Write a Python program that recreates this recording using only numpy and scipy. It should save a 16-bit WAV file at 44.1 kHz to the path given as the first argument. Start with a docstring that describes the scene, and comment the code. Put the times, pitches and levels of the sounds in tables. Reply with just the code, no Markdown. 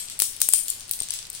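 """Dominoes toppling on marble

A line of small plastic dominoes falls across a marble floor in a bare room. Each clack is a dry crack
plus the brief high ring of the tile, followed by the room; lighter touches patter in between.
The close microphone is bright on the left, overloads on the hardest clacks and takes one soft bump,
over faint hiss and rumble."""
import sys
import numpy as np
from scipy import signal
from scipy.fft import rfft, irfft, next_fast_len
from scipy.io import wavfile

SR = 44100
rng = np.random.default_rng(int(sys.argv[2]) if len(sys.argv) > 2 else 0)


def inscribe(sig):
    """Save sig as 16-bit PCM at rate SR to the path in sys.argv[1].

    A 1-D sig is mono; a 2-D sig holds one channel per row.
    Samples are clipped to [-1, 1] before scaling.
    """
    pcm = np.round(np.clip(np.atleast_2d(sig).T, -1, 1) * 32767)
    wavfile.write(sys.argv[1], SR, pcm.astype(np.int16))


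N = 61739
PRE_ROLL, HIT_LENGTH, TAIL_LENGTH = SR // 20, SR // 40, SR // 2   # samples


# Tiles striking each other or the floor. Each row: start in seconds, crack level in dB, crack treble
# in dB, ring pitch in Hz, ring level in dB, room send in dB, ring time to fall 60 dB in seconds.
TILE_HITS = [ (-.014, 2, -12, 8200, 0.5, 0.5, 0.0033), (-.004, -13, -12, 12400, -10.5, -5.5, 0.011),
             (0.0855, -9, -27, 8100, -22, -11, 0.0042), (0.099, -6.5, -12, 9570, -25.5, 6.5, 0.009),
             (0.1916, -10, 8, 9500, -6, 7, 0.0028), (0.2007, 7, -1, 9880, -2, -0.5, 0.0026),
             (0.2206, 4.5, 4, 7900, -2.5, -1.5, 0.003), (.3650, -13, -31, 10980, -26.5, -4, 0.012),
             (0.4036, -11.5, 4, 8600, -22.5, 8, 0.0068), (0.4165, 9, 0.5, 9370, -6, -3, 0.011),
             (0.4879, -3.5, 9, 11130, 1, -0.5, 0.0041), (0.4893, -6, 6, 8280, -4, -1.5, 0.0061),
             (0.505, -22, 2, 8200, -13, -6, 0.0036), (0.5255, -4.5, -5, 8460, -7, 10.5, 0.0036),
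             (0.536, 5, 4.5, 8944, 3.5, -0.5, 0.0096), (0.5897, -15, -12, 8920, -11.5, 2, 0.011),
             (0.6326, -20, -13, 9100, -31, -9, .009), (0.659, -14.5, -6, 9000, -31, 7, 0.0094),
             (0.6828, -4, 3.5, 8940, -25, 3.5, 0.0037), (0.7019, -13, 11.5, 8850, -9.5, -10, 0.011),
             (.7970, -18, -22, 8870, -26, 4.5, 0.0097), (.8070, -10.5, -6, 8000, -32, -1, .006),
             (.8802, -29, 8, 9450, -31, 3.5, 0.0067), (.8942, -11.5, -6, 9360, -21, -7, 0.0045),
             (0.9117, -4, 9.5, 9670, -10.5, -3, 0.0045), (.9130, -16, 12.5, 11400, -24, 2.5, 0.009),
             (0.9352, -1.5, -4, 7900, -21, -4.5, 0.0066), (0.9905, -11, -27, 8570, -23, 6.5, 0.01),
             (1.0030, -4, -6, 8710, -10.5, -10, 0.013), (1.0210, -5, -4.5, 9330, -17.5, -0.5, 0.0063),
             (1.0328, -12.5, -6, 8600, -15, -14, 0.0085), (1.0872, -8, -12, 8790, -24, 2, .006),
             (1.0986, -12, -12, 7740, -22, -4, 0.0041), (1.1060, -0.5, -11, 9860, -14, -15, 0.016),
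             (1.1196, -8, -8, 8600, -36, 7.5, 0.0036), (1.1378, -5, -4, 7880, -18.5, 0.5, 0.0084),
             (1.1892, -2, -39, 8870, -23, -3, 0.011), (1.2278, -7.5, -42, 7500, -44, -19, 0.0054),
             (1.2525, -12, -28, 9000, -37, -22, .008), (1.269, -15, -9, 8500, -49, -18, .005),
             (1.3010, -14.5, 5.5, 8620, -22.5, -10, 0.015), (1.3305, -19, 2, 8700, -24.5, 7.5, 0.0063),
             (1.3500, -11.5, -5, 9100, -28, 3.5, 0.01)]

def clacks():
    """The distinct clacks of falling tiles, as direct sound and room sound."""
    direct, wet = np.zeros((2, 2, PRE_ROLL + N))
    for start, crack_db, treble_db, ring_hz, ring_db, send_db, ring_t60 in TILE_HITS:
        crack, ring = tile(crack_db, treble_db, ring_hz, ring_db, ring_t60)
        add(direct, start, crack + ring)
        send = crack + from_db(-5.5) * ring   # the room gets less ring than crack
        add(wet, start, from_db(send_db) * room(send))
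    return direct, wet


# The bright snap of plastic on contact. Each row: frequency in Hz, gain in dB.
CRACK_EQ = [(100, -16), (500, -10), (1300, -14), (2200, -12), (3200, -3.5), (5000, -0.5), (6500, -3.5),
            (8000, 8), (11500, -2.5), (14500, 1), (16000, -4)]
# The crack bouncing about among nearby tiles. Each row: frequency in Hz, gain in dB.
SCATTER_EQ = [(200, -26), (1300, -15), (3200, 2.5), (5500, 2.5), (9000, 2), (15000, -2.5)]

def tile(crack_db, treble_db, ring_hz, ring_db, ring_t60):
    """One contact: a crack with its knock and nearby scatter, and the ring of the two tiles."""
    t = np.arange(HIT_LENGTH) / SR
    snap = colour(burst(t60=0.0046), CRACK_EQ)
    scatter = from_db(-5.5) * colour(burst(t60=0.022), SCATTER_EQ)
    # each clack has its own brightness, from dull to sharp
    crack = colour(snap + scatter, [(6160, 0), (12500, treble_db)])
    attack = 1 - np.exp(-t / 0.00024)
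    knock_hz = 3245   # low bending mode
    knock = from_db(-28.5) * np.sin(2 * np.pi * knock_hz * t) * decay(t, t60=0.0068) * attack
    phase = 2 * np.pi * ring_hz * t
    partner = from_db(-15) * np.sin(0.91 * phase)   # the other tile rings a little lower
    ring = (np.sin(phase) + partner) * decay(t, ring_t60) * attack
    return from_db(crack_db) * thin_lows(crack + knock), from_db(ring_db) * thin_lows(ring)


def burst(t60):
    """A short dying rattle of noise, different at each microphone."""
    return unit_energy(rng.choice([-1, 1], (2, HIT_LENGTH)) * decay(np.arange(HIT_LENGTH) / SR, t60))


def thin_lows(x):
    """Thin out the low end below about 2 kHz."""
    return signal.sosfilt(signal.butter(2, 1960, "high", fs=SR, output="sos"), x)


def patter(touches_per_s=80):
    """Light touches as each tile leans on the next, as direct sound and room sound."""
    direct = np.zeros((2, PRE_ROLL + N))
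    for k in range(int(touches_per_s * (PRE_ROLL + N) / SR)):
        start = (k + rng.random()) / touches_per_s - PRE_ROLL / SR
        level_db = -20 + 3.5 * rng.standard_normal()
        pitch = 8200 * np.exp(0.052 * rng.standard_normal())
        crack, ring = tile(level_db, treble_db=-21, ring_hz=pitch, ring_db=level_db - 26, ring_t60=0.0023)
        add(direct, start, crack + ring)
    return direct, from_db(3.5) * room(direct)[:, :PRE_ROLL + N]


def room(x, t60=0.36, predelay_s=0.00034, build_s=0.0041):
    """Dense reflections that build up and die away, different for every spot on the floor."""
    t = np.maximum(np.arange(TAIL_LENGTH) / SR - predelay_s, 0)
    tail = rng.standard_normal((2, TAIL_LENGTH)) * (1 - np.exp(-t / build_s)) * decay(t, t60)
    return signal.fftconvolve(x, unit_energy(tail), axes=-1)


# The tone of the bare room. Each row: frequency in Hz, gain in dB.
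ROOM_EQ = [(200, 10), (1500, -1.5), (4000, -0.5), (9000, 3.5), (15000, -5.5)]
# A fader ride on the right side of the reverb. Each row: time in seconds, gain in dB.
ROOM_RIGHT_RIDE = [(.1, -3.5), (.45, -2.5), (.75, 0), (1.3, 2)]

def room_return(wet):
    """Colour the reflections and swell them on the right as the wave of tiles travels."""
    right_db = np.interp(np.arange(N) / SR, *np.transpose(ROOM_RIGHT_RIDE))
    return colour(wet, ROOM_EQ) * from_db([np.zeros(N), right_db])


# Pops placed on the hardest clacks. Each row: start in seconds, level before filtering in dB.
MIC_POPS = [(.2210, 6), (.4172, -1), (0.4883, 2.5), (.5368, 0.5)]

def pops():
    """Dull pops of the overdriven left microphone."""
    clicks = np.zeros((2, N))
    for start, level_db in MIC_POPS:
        clicks[0, int(start * SR)] = from_db(level_db)
    return signal.sosfilt(signal.butter(2, [213, 1820], "band", fs=SR, output="sos"), clicks + 1e-18)


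def bump(start_s=1.0132):
    """A soft, dull bump at the microphone, mostly on the left: a tap and a short push."""
    t = np.arange(N) / SR - start_s
    tap = from_db(12) * np.exp(-np.abs(t) / 0.00011)
    push = np.exp(-np.abs(t) / 0.0017)
    thud = signal.sosfilt(signal.butter(8, 1230, fs=SR, output="sos"), -(push + tap) * (t > 0))
    return from_db(-31) * thud * from_db([[0], [-13.5]])


# The tone of the noise bed, heaviest in the bass. Each row: frequency in Hz, relative level in dB.
HISS_EQ = [(25, -61.5), (50, -71.5), (110, -68.5), (170, -75.5), (400, -79.5), (1000, -79), (2500, -76.5),
           (6000, -98), (15000, -96)]
# The stereo image of the bed. Each row: frequency in Hz, left-right likeness from 0 (wide) to 1 (mono).
HISS_LIKENESS = [(30, 0.52), (150, 1), (500, 0.91), (2000, 0), (10000, 0.74)]

def hiss(level_db=-51.5):
    """Steady hiss and rumble, nearly mono in the upper bass and widest in the upper mids."""
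    mid, side = rfft(rng.standard_normal((2, N)))
    alike = at_hz(HISS_LIKENESS, np.fft.rfftfreq(N, 1 / SR))
    spectrum = np.sqrt(1 + alike) * mid + np.sqrt(1 - alike) * side * [[1], [-1]]
    noise = colour(irfft(spectrum, N), HISS_EQ)
    return from_db(level_db) * noise / noise.std()


def from_db(db):
    """Decibels to gain."""
    return 10 ** (np.asarray(db) / 20)


def at_hz(points, hz):
    """Read a table on a log-frequency axis."""
    f, value = np.transpose(points)
    return np.interp(np.log(hz + 1), np.log(f), value)


def colour(x, points):
    """Smooth equaliser from (Hz, dB) points."""
    n = x.shape[-1]
    size = next_fast_len(n + 256)
    gain = from_db(at_hz(points, np.fft.rfftfreq(size, 1 / SR)))
    return irfft(rfft(x, size) * gain, size)[..., :n]


def decay(t, t60):
    """Envelope that loses 60 dB in t60 seconds."""
    return np.exp(-np.log(1000) * t / t60)


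def unit_energy(x):
    """Scale each channel to energy 1."""
    return x / np.sqrt(np.sum(x ** 2, axis=-1, keepdims=True))


def add(track, start_s, sound):
    """Mix a sound into a track that opens with the pre-roll."""
    i = max(int((start_s + PRE_ROLL / SR) * SR), 0)
    part = track[..., i:i + sound.shape[-1]]
    part += sound[..., :part.shape[-1]]


def scene():
    """Dominoes heard directly, left of centre, and through the room, over the background."""
    background = hiss() + bump() + pops()
    direct, wet = np.add(clacks(), patter())[..., PRE_ROLL:]
    return direct * from_db([[2], [-2.5]]) + room_return(wet) + background


# The bright left microphone. Each row: frequency in Hz, gain in dB.
LEFT_MIC_EQ = [(1000, 0), (5500, 0.5), (7500, 1.5), (9000, 3.5), (11000, 5), (12500, 2.5), (15000, 4.5)]
# The right microphone, scooped where the tiles ring. Each row: frequency in Hz, gain in dB.
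RIGHT_MIC_EQ = [(1000, -1), (5500, 1), (7500, -3), (9000, -7.5), (11000, -4.5), (12500, -0.5), (15000, 2.5)]

def record(dry):
    """Each microphone has its own colour; peaks overload slightly lopsidedly; the top is cut."""
    ceiling, bias, cutoff_hz = 1.14, 0.02, 15900
    coloured = np.array([colour(dry[0], LEFT_MIC_EQ), colour(dry[1], RIGHT_MIC_EQ)])
    clipped = np.clip(coloured, bias - ceiling, bias + ceiling)
    return signal.sosfilt(signal.ellip(10, .2, 70, cutoff_hz, fs=SR, output="sos"), clipped)


dry = scene()
out = record(dry)
inscribe(out)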